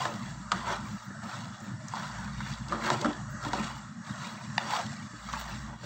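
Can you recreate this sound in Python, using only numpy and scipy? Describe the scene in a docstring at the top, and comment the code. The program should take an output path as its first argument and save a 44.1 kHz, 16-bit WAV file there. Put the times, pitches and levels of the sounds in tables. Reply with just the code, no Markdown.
"""A wooden spoon stirs sauced penne in a nonstick pan on a stove, close to the microphone.
From the start the strokes scrape by stick-slip and sauce films tear, over the stove's filtered-noise rumble and hiss.
Rubbery squeaks, wooden knocks with ringing modes and sticky ticks soon join; a sine mains hum comes in spells.
Knocks and thuds of the rocking pan crowd together near the middle; later the spoon's bare shaft raps the rim.
Stirring goes on to the end, with a short, soft echo of nearby walls behind it.
"""
import sys
import numpy as np
from scipy import signal
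from scipy.fft import rfft, irfft, next_fast_len
from scipy.io import wavfile
from scipy.ndimage import uniform_filter1d, map_coordinates

SR = 44100
rng = np.random.default_rng(int(sys.argv[2]) if len(sys.argv) > 2 else 0)


def generate_wav(signal):
    """Clip the signal to [-1, 1] and save it as 16-bit WAV at the path in sys.argv[1]."""
    frames = np.transpose(np.atleast_2d(signal))
    scaled = np.clip(frames, -1, 1) * 32767
    pcm = np.round(scaled).astype(np.int16)
    wavfile.write(sys.argv[1], SR, pcm)


N = 257984


def amp(db):
    """Decibels to amplitude ratio."""
    return 10 ** (np.asarray(db) / 20)


def unit(x):
    """Normalisation to an rms of 1."""
    return x / np.sqrt(np.mean(x ** 2) + 1e-20)


def peak(x):
    """Normalisation to a peak of 1."""
    return x / (np.abs(x).max() + 1e-20)


def wobble(rate):
    """Slow random modulation: a smooth curve through rate random knots a second."""
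    return map_coordinates(rng.standard_normal(int(N * rate / SR) + 4), [np.arange(N) * rate / SR])


def add(track, s, sound):
    """Superposition: mix a sound into the track at s seconds."""
    part = track[max(round(s * SR), 0):][:len(sound)]
    part += sound[:len(part)]


def colour(x, points, size=8192):
    """Minimum-phase filtering: a causal response with the gain of the (Hz, dB) points."""
    hz, db = np.transpose(points)
    gain = amp(np.interp(np.log(np.fft.rfftfreq(size, 1 / SR) + 1), np.log(hz), db))
    # folding the cepstrum onto positive time makes the response causal
    cepstrum = irfft(np.log(gain))
    cepstrum[1:size // 2] *= 2
    cepstrum[size // 2 + 1:] = 0
    response = irfft(np.exp(rfft(cepstrum)))[:size // 2]
    return signal.fftconvolve(x, response)[:len(x)]


def ring(modes, scatter_db, tilt_db=0):
    """Modal superposition: neighbours swing in opposite senses; tilt_db an octave weights the upper modes."""
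    hz, width, db = np.transpose(modes)[:, :, None]
    t = np.arange(SR // 4) / SR
    tilt = tilt_db * np.maximum(np.log2(hz / np.median(hz)), 0)
    level = db + tilt + scatter_db * rng.standard_normal(hz.shape)
    sense = (-1) ** np.arange(len(hz))[:, None]
    decay = np.exp(-np.pi * width * t)
    return np.sum(sense * amp(level) * width * decay * np.sin(2 * np.pi * hz * t), axis=0)


def through(x, modes):
    """Forced vibration: a steady excitation rings a set of modes."""
    return unit(signal.fftconvolve(x, ring(modes, scatter_db=2.5))[:N])


def grains(rate, spread_db):
    """Impulsive excitation: random tiny clicks of uneven size, rate a second."""
    sizes = amp(spread_db * np.clip(rng.standard_normal(N), -2, 2)) * rng.choice([-1, 1], N)
    return unit((rng.random(N) < rate / SR) * sizes)


def shifting(x, depth_db, width_hz, span_s):
    """Time-varying filtering: the colour drifts in random patches of frequency and time."""
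    z = signal.stft(x, nperseg=1024)[2]
    field = rng.standard_normal(z.shape)
    field = uniform_filter1d(field, max(round(width_hz * 1024 / SR), 1), axis=0, mode="wrap")
    field = uniform_filter1d(field, max(round(span_s * SR / 512), 1), axis=1, mode="wrap")
    return unit(signal.istft(z * amp(depth_db * unit(field)), nperseg=1024)[1][:N])


# Bands that reflections in the pan cancel or reinforce.
# Each row: centre in Hz, width in Hz, depth in dB before the share is taken.
HOLLOWS = [(2550, 130, -3.5), (2820, 110, 2), (3090, 130, -9), (3350, 90, -2), (3610, 75, -8),
           (4220, 100, -6), (4520, 150, 2), (5020, 140, -8), (5320, 80, 3), (5640, 90, 2.5),
           (6240, 100, -2.5), (7100, 120, -1.5)]


def hollowed(x, share=1):
    """Interference: reflections between the pan's wall and the food carve gaps and humps into the treble."""
    hz = np.arange(1, SR // 2, 20)
    db = sum(depth * np.exp(-((hz - centre) / width) ** 2) for centre, width, depth in HOLLOWS)
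    return colour(x, np.transpose([hz, share * db]))


# Strokes of the spoon.
# Each row: hardest push in seconds, rise in seconds, fall in seconds, scraping level in dB,
# base level of the wet pasta in dB, level of the pan dragged on its support in dB,
# fizz level in dB before its common lift, scrape pitch at the hardest push in Hz.
STROKES = [(0.0, 0.15, 0.1, -32, -40, -72, -60.5, 1160), (0.07, 0.049, 0.21, -48, -48.5, -40, -68, 920),
           (0.257, 0.74, 0.28, -50, -50, -62, -73.5, 1010), (0.55, 0.031, 0.22, -40, -45, -47.5, -72, 1570),
           (0.705, 0.07, 0.11, -31, -41, -40.5, -65.5, 1270),
           (0.886, 0.092, 0.32, -51.5, -52.5, -61, -69, 990), (1.265, 0.034, 0.12, -49, -50, -57, -72, 750),
           (1.34, 0.072, 0.37, -43.5, -46, -73, -71, 1330),
           (1.666, 0.13, 0.1, -50.5, -59.5, -55, -79, 1440), (2.01, 0.13, 0.17, -39, -42.5, -61, -68, 1015),
           (2.22, 0.35, 0.099, -46, -52.5, -78, -77, 1430), (2.495, 0.29, 0.2, -45, -46.5, -83, -70, 1360),
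           (2.738, 0.094, 0.24, -43, -47, -40.5, -75, 850),
           (2.866, 0.07, 0.061, -33, -41, -39, -60.5, 1540), (2.919, 0.085, 0.07, -36, -41, -36, -65, 1000),
           (3.045, 0.12, 0.19, -37.5, -46.5, -35, -79, 835),
           (3.464, 0.049, 0.02, -44, -44.5, -43, -66.5, 995),
           (3.557, 0.068, 0.27, -38.5, -41.5, -43, -69, 960),
           (3.665, 0.047, 0.078, -48, -53.5, -69, -76, 1150),
           (4.093, 0.033, 0.26, -58, -48, -75, -75, 1320), (4.26, 0.14, 0.42, -44.5, -46, -56, -71, 1130),
           (4.64, 0.096, 0.11, -42, -47, -48, -69, 1160), (4.746, 0.11, 0.078, -30, -37.5, -65, -59.5, 850),
           (4.841, 0.12, 0.38, -73, -45.5, -59, -75, 985), (5.375, 0.2, 0.3, -47.5, -44.5, -65, -63, 940),
           (5.504, 0.23, 0.15, -46.5, -48, -57, -76, 1010),
           (5.721, 0.077, 0.036, -46.5, -73, -58, -84, 860), (5.86, 0.073, 0.2, -50, -50, -44, -72, 965)]
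PUSH_S, FADE_DB = 0.048, 20  # time held at full force; change of level over one rise or fall time


def stirring(levels_db, lingers=1, lag_s=0):
    """Energy addition: strokes rise, hold and fall away, and overlapping ones add in power."""
    t, power = np.arange(N) / SR - lag_s, np.zeros(N)
    for (s, rise, fall, *_), db in zip(STROKES, levels_db):
        before = (s - PUSH_S / 2 - t) / rise
        after = (t - s - PUSH_S / 2) / fall
        away = np.maximum(before, after).clip(0) / lingers  # lingers stretches both rise and fall
        near = away < 3
        power[near] += amp(db - FADE_DB * away[near]) ** 2
    return np.sqrt(power)


SAG_OCT_PER_S, SAG_S = 2.5, 0.038  # fall of pitch, for this long either side of the hardest push


def gliding(x, lift_db, width_oct):
    """Moving resonance: the contact's spectral hump slides down in pitch as the spoon digs in."""
    hz, t, z = signal.stft(x, SR, nperseg=512)
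    s, *_, pitch_hz = np.transpose(STROKES)
    stroke = np.abs(t[:, None] - s).argmin(axis=1)  # the nearest stroke sets the pitch
    sag_oct = SAG_OCT_PER_S * np.clip(t - s[stroke], -SAG_S, SAG_S)
    centre_hz = pitch_hz[stroke] * 2 ** -sag_oct
    octaves = np.log2((hz[:, None] + 1) / centre_hz)
    hump = amp(lift_db * np.exp(-(octaves / width_oct) ** 2))
    return unit(signal.istft(z * hump, nperseg=512)[1][:N])


# Modes of the loaded pan. Each row: frequency in Hz, width in Hz, relative level in dB.
PAN = [(591.7, 5.5, -2.5), (682, 26, -4), (870, 274, 0.5), (986, 145, 6), (1078, 22, 0.5), (1159, 16, 1.5),
       (1304, 50, -1.5), (1504, 146, 0.5), (1610, 110, -10), (1757, 135, -2.5), (1920, 350, -15.5),
       (2580, 420, -40.5), (2894, 220, -19.5), (3294, 190, -11), (3960, 55, -27.5), (3900, 87, -21.5),
       (4510, 230, -24), (5320, 170, -18.5), (5880, 98, -34.5), (6460, 310, -45), (7440, 52, -36.5)]
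# Modes of the pan on its support. Each row: frequency in Hz, width in Hz, relative level in dB.
SUPPORT = [(135, 35, -9), (222, 14, 3.5), (298, 16, -1), (342, 22, -3.5), (386, 16, -2), (440, 60, -12),
           (580, 30, -5)]
# Spectrum of the rubbing contact. Each row: frequency in Hz, relative level in dB per Hz.
SCRAPE_SPECTRUM = [(350, -21.5), (450, -20), (560, -2), (650, 1), (850, 5), (1400, -6), (1900, -1),
                   (2300, -8.5), (4500, -29.5), (8000, -62)]
DRAG_LAG_S, DRAG_LINGERS = 0.0058, 0.47  # the pan gives way late; its rise and fall times shrink by this factor


def scraping():
    """Stick-slip friction: wood slips on the coating and rings the pan; strokes drag it on its support."""
    _, _, _, scrape_db, _, drag_db, _, _ = np.transpose(STROKES)
    slips = grains(rate=1500, spread_db=1) * amp(1.6 * wobble(70))
    metal_spectrum = [(1500, 1.0), (3000, 4.5), (7000, -3.0)]  # the pan's ring is lifted near 3 kHz, duller above
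    metal = unit(colour(through(slips, PAN), metal_spectrum))
    rub = amp(-2.0) * unit(colour(slips, SCRAPE_SPECTRUM)) + metal
    rub = shifting(rub, depth_db=2.3, width_hz=130, span_s=.05)
    rub = gliding(rub, lift_db=5, width_oct=.45)
    jerks = colour(grains(rate=410, spread_db=0.5), [(230, -2.5), (390, -0.33), (580, 0.023)])
    judder = through(jerks, SUPPORT)
    return stirring(scrape_db) * rub + stirring(drag_db, DRAG_LINGERS, DRAG_LAG_S) * judder


def bubbles(rate, low_hz, high_hz, cycles, spread_db):
    """Bubble resonance: air pockets opening in the sauce ring a few cycles, rising a little in pitch."""
    out, t = np.zeros(N), np.arange(SR // 40) / SR
    for when, size, strength, life in rng.random((int(rate * N / SR), 4)):
        hz = low_hz * (high_hz / low_hz) ** size
        age = t * hz / (cycles * (.5 + life))
        envelope = (1 - np.exp(-4 * age)) * np.exp(-age)
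        pop = envelope * np.sin(2 * np.pi * hz * t * (1 + 0.057 * np.tanh(age / 2)))
        add(out, when * N / SR, amp(-spread_db * np.log(1.03 - strength)) * pop)
    return unit(out)


# Spectrum of the wet crackle. Each row: frequency in Hz, relative level in dB per Hz.
WET_SPECTRUM = [(500, -16), (1200, 5.5), (1900, 7), (2500, 3), (2850, -2), (3150, 1), (3450, 2), (4600, -1),
                (5080, -0.5), (5500, -2.5), (7800, -5.5), (10000, -4.5), (15500, -20)]
# Faint spits of fizz in the top octave. Each row: centre in seconds, level in dB before the fizz's common lift.
SPITS = [(1.049, -67), (1.635, -69.5), (3.315, -64), (3.77, -65.5), (5.409, -53), (5.495, -69)]
SPIT_S = .015  # half the length of a spit
WET_LINGERS = 1.24  # the pasta's slide rises and falls this many times longer than the spoon's push
REST_DB = -70.5  # the heap creeping between strokes, on the scale of the wet pasta levels


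def squelching():
    """Film rupture: sauce tears between moving tubes in pan-coloured crackle, wet pops and coarser squelches."""
    *_, wet_db, _, fizz_db, _ = np.transpose(STROKES)
    t = np.arange(N) / SR
    tears = grains(rate=3500, spread_db=5) * amp(1.6 * wobble(70))
    metal = unit(colour(through(tears, PAN), [(700, -24.5), (1800, -6.0), (2700, 8), (7000, 2.0)]))
    crackle = unit(colour(tears, WET_SPECTRUM)) + amp(-5.0) * metal
    crackle = shifting(crackle, depth_db=3, width_hz=170, span_s=.06)
    pops = bubbles(rate=260, low_hz=1100, high_hz=8500, cycles=10, spread_db=3)
    squelches = bubbles(rate=90, low_hz=650, high_hz=2600, cycles=6, spread_db=2.5)
    wet = amp(0.5) * crackle + amp(-6.0) * pops + amp(-8.5) * squelches

    sliding = np.hypot(stirring(wet_db, WET_LINGERS), amp(REST_DB))
    sliding = sliding * amp(.9 * wobble(16))  # the heap moves in small lurches

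    fizz_spectrum = [(8000, -38), (11500, -9.0), (15500, -0.5), (17000, -24.5)]
    fizz = unit(colour(grains(rate=1700, spread_db=5.5), fizz_spectrum))
    spits = sum(amp(db) * np.exp(-((t - s) / SPIT_S) ** 2) for s, db in SPITS)
    spitting = (stirring(fizz_db) + spits) * amp(15.5 + 1.5 * wobble(25.2))  # lift in dB, fluttering
    return sliding * wet + spitting * fizz


def surging(rows):
    """Amplitude modulation: the sum in dB of brief bell-shaped swells and dips."""
    t = np.arange(N) / SR
    return sum(db * np.exp(-((t - s) / half) ** 2) for s, half, db in rows)


# Spectrum of the rumble. Each row: frequency in Hz, relative level in dB per Hz.
RUMBLE_SPECTRUM = [(25, -54.5), (50, -33.5), (85, -9), (120, 7.5), (145, 7), (163, 0), (190, 7.5),
                   (226, 7.5), (270, -13.5), (298, -9), (350, -21), (430, -40.5), (900, -41)]
# Swells and dips of the rumble. Each row: centre in seconds, half length in seconds, change in dB.
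RUMBLE_SURGES = [(0.21, 0.062, 6.5), (0.516, 0.018, -19), (1.021, 0.038, -19), (1.314, 0.02, -10),
                 (1.583, 0.033, -13), (2.453, 0.021, 5.5), (2.573, 0.026, -15), (3.14, 0.019, -29),
                 (3.616, 0.069, 3), (3.93, 0.16, -4.5), (1.78, 0.09, -2), (4.78, 0.061, -5.5),
                 (4.855, 0.018, 6.5), (5.09, 0.012, -30), (5.25, 0.13, -10.5), (5.78, 0.055, -2.5)]


def rumble(level_db=-40.5, flutter_db=3.17):
    """Filtered noise: a low roar, evened out in power and then given its own flutter."""
    roar = shifting(colour(rng.standard_normal(N), RUMBLE_SPECTRUM), depth_db=3.2, width_hz=45, span_s=.13)
    power = uniform_filter1d(uniform_filter1d(roar ** 2, SR // 20), SR // 20)
    roar /= np.sqrt(np.abs(power) + 1e-12)
    return amp(level_db + flutter_db * wobble(26) + surging(RUMBLE_SURGES)) * roar


# Spectrum of the hiss as the pan colours it. Each row: frequency in Hz, relative level in dB per Hz.
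HISS_SPECTRUM = [(300, -34), (450, -18), (545, -3), (615, 5.5), (665, -6), (860, 1), (980, 2.5), (1250, 8),
                 (1570, 3), (1900, 5), (2200, -14.5), (2600, -18), (2780, -13), (3400, -14.5), (4000, -13),
                 (4550, -10.5), (5300, -11), (7500, -6), (10000, -22), (15500, -28)]
# Swells and dips of the hiss. Each row: centre in seconds, half length in seconds, change in dB.
HISS_SURGES = [(1.0, 0.1, 0.5), (1.21, 0.014, 0), (1.78, 0.074, -1.5), (3.28, .1, 0.5), (3.93, 0.054, -3.5),
               (5.79, 0.076, -6.5)]


def hiss():
    """Broadband noise: a gently wavering hiss, coloured by the pan and its reflections."""
    air = hollowed(colour(rng.standard_normal(N), HISS_SPECTRUM))
    air = shifting(air, depth_db=3.2, width_hz=130, span_s=.11)
    return amp(-47.5 + 1.5 * wobble(7.9) + surging(HISS_SURGES)) * air


# Spells of mains hum. Each row: on in seconds, off in seconds, level in dB around which it wavers.
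HUM_SPELLS = [(0.244, 0.94, -47), (2.097, 2.847, -44), (3.072, 3.822, -48.5), (5.207, 5.736, -42.5)]
HUM_SWITCH_S, HUM_IDLE_DB = 0.054, -72  # how fast it comes and goes; its level between spells
HUM_WAVER_DB, HUM_WAVER_RAD = 1.7, .55  # depth of its waver in level and in phase


def hum(mains_hz=57.85):
    """Harmonic tones: a wavering fundamental comes in spells over an octave of steady level."""
    t = np.arange(N) / SR
    gain = amp(HUM_IDLE_DB)
    for on, off, db in HUM_SPELLS:
        gain = gain + amp(db) * (np.tanh((t - on) / HUM_SWITCH_S) - np.tanh((t - off) / HUM_SWITCH_S)) / 2
    phase = 2 * np.pi * mains_hz * t + HUM_WAVER_RAD * wobble(16)
    fundamental = gain * amp(HUM_WAVER_DB * wobble(23)) * np.sin(phase)
    return fundamental + amp(-53.5) * np.sin(2 * phase)


SQUEAK_WIDTH_HZ = 139.6  # random changes a second: the unevenness of the slipping widens each squeak


def squeak(half_s, hz, glide):
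    """Narrow-band noise: random modulation roughens a short tone that swells, glides and fades."""
    t = np.arange(-2 * half_s, 2 * half_s, 1 / SR)
    knots = rng.standard_normal((2, SR // 100))
    a, b = (map_coordinates(k, [(t - t[0]) * SQUEAK_WIDTH_HZ], mode="mirror") for k in knots)
    phase = 2 * np.pi * np.cumsum(hz * 2 ** (glide * t)) / SR
    swell = np.exp(-(t / half_s) ** 2)
    return unit(swell * (a * np.sin(phase) + b * np.cos(phase))) * np.sqrt(np.mean(swell ** 2))


# Clear rubbery squeaks of pasta and wood on the coating.
# Each row: centre in seconds, half length in seconds, level in dB, pitch in Hz, glide in octaves per second.
SQUEAKS = [(0.012, 0.011, -31.5, 1077, -2.5), (0.878, .009, -44, 1154, -0.5), (0.956, .03, -48, 1310, -2),
           (1.162, 0.017, -51, 628, 0), (1.331, 0.03, -44.5, 1312, -0.5), (1.416, 0.024, -50, 1000, -0.5),
           (2.05, .025, -45, 1050, 1), (2.501, 0.026, -53, 1246, 0), (2.766, 0.02, -40, 1280, -1),
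           (2.857, 0.023, -42, 1650, -1.5), (2.946, 0.0086, -35.5, 1370, -2),
           (3.433, 0.014, -39, 1350, 3.5), (3.598, 0.016, -42, 1286, 2), (3.677, .025, -51, 1357, -0.5),
           (5.368, 0.019, -41, 932, -0.5)]


def squeaking(rate=45, low_hz=650, high_hz=4200, half_s=.007, small_db=-0.5, tilt_db=-1.5):
    """Frictional squeal: a few clear squeaks, and many small rubs of tube on tube as the heap slides."""
    out = np.zeros(N)
    for s, half, db, hz, glide in SQUEAKS:
        add(out, s - 2 * half, amp(db) * squeak(half, hz, glide))
    _, _, _, _, wet_db, _, _, _ = np.transpose(STROKES)
    sliding = stirring(wet_db, WET_LINGERS)
    for when, size, life, bend in rng.random((int(rate * N / SR), 4)):
        hz, half = low_hz * (high_hz / low_hz) ** size, half_s * (.5 + life)
        gain = sliding[int(when * N)] * amp(small_db + tilt_db * np.log2(hz / low_hz))
        add(out, when * N / SR - 2 * half, gain * squeak(half, hz, 20 * (bend - .5)))
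    return out


def note(hz, t60):
    """Damped resonance: one decaying sine of peak near 1 with a soft start."""
    t = np.arange(SR // 4) / SR
    return np.sin(2 * np.pi * hz * t) * amp(-60 * t / t60) * (1 - np.exp(-2 * hz * t))


# Knocks of the spoon against the pan.
# Each row: start in seconds, contact level in dB, level of the thud on the support in dB, contact pitch in Hz,
# relative treble in dB, chatter relative to the first impulse in dB, chatter decay by 60 dB in seconds,
# level of the note at the contact pitch in dB, thud pitch in Hz.
KNOCKS = [(0.0539, -15, -41, 920, -25.5, -23, 0.13, -31, 222),
          (0.518, -9.5, -51, 1256, -13, -17, 0.032, -22.5, 219),
          (0.528, -20, -60, 970, -28, -28, 0.095, -25, 218),
          (0.86, -36, -40, 1160, -28, -17, .04, -39, 201), (1.104, -51, -38, 1730, -38, -22, .03, -43, 196),
          (1.232, -36, -54, 764, -24, -17, 0.12, -43, 151),
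          (1.294, -35, -56, 1400, -28, -20, .04, -38, 219),
          (1.937, -25, -43, 910, -38, -20, 0.15, -32, 217),
          (1.967, -29, -54, 1160, -20, -6, 0.086, -41, 220),
          (2.277, -33.5, -69, 1070, -27, -9, 0.055, -44, 220),
          (2.405, -27, -64, 1540, -21, -20.5, 0.086, -51, 220),
          (2.465, -32, -47, 1750, -18, -17, 0.026, -39, 213),
          (2.719, -32, -54, 1940, -27, -17, 0.033, -56, 220),
          (2.7233, -20.5, -33, 1233, -24, -25, 0.2, -21, 374),
          (2.747, -31, -35, 1230, -32, -18, .06, -29.5, 382),
          (2.823, -23, -33, 1510, -29, -20, 0.015, -34, 220),
          (2.9026, -7.5, -38, 993, -20, -27, 0.064, -27, 220),
          (2.916, -22, -24.5, 734, -22, -17, 0.045, -24, 314),
          (3.0465, -13.5, -29, 1260, -24.5, -24, 0.082, -32, 213),
          (3.051, -36, -22, 554, -28, -17, 0.049, -28, 224),
          (3.058, -21.5, -41, 1324, -23, -24, 0.04, -35, 224),
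          (3.068, -32, -24.5, 760, -30, -23, .04, -38, 308),
          (3.084, -37, -25.5, 1100, -31, -20, .04, -44, 215),
          (3.405, -39, -47, 1580, -25, -26, 0.03, -46, 220),
          (3.4495, -20.5, -37, 970, -21.5, -20.5, 0.067, -33, 220),
          (3.464, -25.5, -29, 893, -17, -23, 0.045, -30, 297),
          (3.533, -13.5, -31, 960, -18, -25, 0.054, -22, 216),
          (3.537, -41, -40, 760, -19, -11, 0.064, -24.5, 218),
          (3.549, -26.5, -25, 510, -21, -28, .05, -33, 326),
          (3.572, -40, -51, 1260, -26, -13, 0.056, -35, 220),
          (3.59, -43, -25.5, 920, -19, -22, 0.036, -46, 185),
          (4.788, -26.5, -56, 685, -22, -17, 0.17, -30, 220),
          (5.134, -52, -35, 1100, -14, -23, 0.036, -58, 160),
          (5.2879, -27, -55, 1220, -21, -17, 0.16, -47, 218),
          (5.336, -21, -66, 1150, -21, -23.5, 0.11, -26, 220),
          (5.366, -35.5, -58, 895, -29, -14, 0.051, -37, 220),
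          (5.412, -27, -55, 1270, -11, -20, .08, -42, 220)]
RING_DB = -4.5  # the pan's ring relative to the contact
NOTE_T60_S, THUD_T60_S = 0.064, 0.06  # how long the struck spot sings, and how long the pan rocks


def knocks():
    """Impact excitation: a dry wooden clack, the pan's food-damped modes and note, and a rocking thud."""
    out, t = np.zeros(N), np.arange(SR // 4) / SR
    for s, contact_db, thud_db, hz, treble_db, chatter_db, t60, note_db, thud_hz in KNOCKS:
        push = rng.standard_normal(len(t)) * amp(chatter_db - 60 * t / t60)  # the wood chatters as it lands
        push[0] += 1
        body = [(450, -22), (hz * 0.74, -6), (hz, 0), (hz * 1.17, -3), (hz * 1.52, -10)]
        edge = [(2550, treble_db - 6.5), (3200, treble_db + 1.0), (4400, treble_db), (5100, treble_db - 3.5),
                (5900, treble_db - 4), (7500, treble_db - 5.0), (10000, -42.0)]
        clack = peak(colour(push, body + edge))
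        add(out, s, amp(contact_db) * clack)

        pan_ring = peak(ring(PAN, scatter_db=-4.5, tilt_db=treble_db / 5))  # a brighter blow keeps more upper modes
        add(out, s, amp(contact_db + RING_DB) * pan_ring)
        add(out, s, amp(note_db) * note(hz, NOTE_T60_S))

        # a slow shove spares the upper modes
        rocking = colour(ring(SUPPORT, scatter_db=4), [(thud_hz, 0), (thud_hz * 2, -16)])
        thud = peak(note(thud_hz, THUD_T60_S) + amp(-5) * peak(rocking))
        add(out, s, amp(thud_db) * thud)
    return out


# Sticky pasta snapping apart. Each row: start in seconds, peak in dB before a common 2 dB lift, pitch in Hz.
SMACKS = [(0.14, -34, 3400), (1.603, -37, 7400), (1.883, -29, 5650), (2.077, -38, 6750), (2.245, -37, 4580),
          (2.4945, -40, 5930), (2.537, -32.5, 3480), (2.684, -33.5, 4430), (2.8633, -25, 2910),
          (3.0095, -29.5, 4100), (3.014, -21.5, 4350), (3.131, -33, 3340), (3.4282, -36, 5300),
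          (3.574, -45, 4150), (3.658, -36, 3400), (4.048, -42, 3810), (4.2687, -37, 2700),
          (4.7074, -25.5, 2920), (4.7644, -29, 2850), (4.8644, -33, 3410), (5.3298, -25, 2360),
          (5.375, -33, 2730)]


def smacks():
    """Sudden release: larger sticky pockets let go with a short, bright tick of filtered noise."""
    out, t = np.zeros(N), np.arange(SR // 20) / SR
    for s, db, hz in SMACKS:
        burst = rng.standard_normal(len(t)) * amp(-60 * t / 0.022)
        tick = peak(colour(burst, [(hz / 2, -19), (hz, 0), (hz * 2, -11)]))
        add(out, s, amp(db + 2) * tick)
    return out


# Bending modes of the wooden spoon. Each row: frequency in Hz, width in Hz, relative level in dB.
SPOON = [(710, 200, 3), (887, 180, 5.5), (1825, 160, 4.5), (2350, 63, 8.5), (2830, 170, -1.5),
         (3580, 47, 0.5), (4070, 150, 0), (4850, 190, -1.5), (5930, 260, -9.5)]
# The spoon's shaft rapping the rim and rebounding. 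Each row: start in seconds, peak in dB.
RAPS = [(4.5797, -10.5), (4.5808, -11.5)]


def rap():
    """Bending vibration: the bare shaft meets the rim and rings briefly with its own modes."""
    out = np.zeros(N)
    for s, db in RAPS:
        bending = ring(SPOON, scatter_db=0.5)
        radiated = colour(bending, [(350, -15), (700, -3)])  # a thin shaft radiates little bass
        add(out, s, amp(db) * peak(radiated))
    return out


def kitchen(x, t60=0.36, wet_db=-13):
    """Reverberation: decaying noise stands for the short, soft echo of nearby walls."""
    t = np.arange(SR // 2) / SR
    tail = rng.standard_normal(len(t)) * amp(-60 * t / t60) * (1 - np.exp(-t / 0.0036))
    return x + amp(wet_db) * signal.fftconvolve(x, tail / np.linalg.norm(tail))[:N]


def scene():
    """Superposition of sources: spoon, pasta and pan with their echo, over the stove and the hum."""
    # the moving sources partly fill in the hollows
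    stirred = hollowed(scraping() + squelching() + squeaking(), share=.65)
    stove = rumble() + hiss() + hum()
    return (kitchen(stirred + knocks() + smacks() + rap()) + stove)[None]


# Treble response of the microphone. Each row: frequency in Hz, gain in dB.
MICROPHONE = [(7700, -1.5), (8400, -6.5), (9300, -28), (10300, -27), (11400, -33), (12500, -26.5),
              (15500, -16)]
TOP_HZ = 15850  # steep band limit


def record(dry):
    """Band limiting: a small microphone drops the deepest bass and is dull in the top octave."""
    heard = colour(dry[0], MICROPHONE)
    heard = signal.sosfilt(signal.butter(2, 35, "highpass", fs=SR, output="sos"), heard)
    size = next_fast_len(N + SR // 2)
    passband = np.fft.rfftfreq(size, 1 / SR) < TOP_HZ
    return irfft(rfft(heard, size) * passband, size)[None, :N]


dry = scene()
out = record(dry)
generate_wav(out)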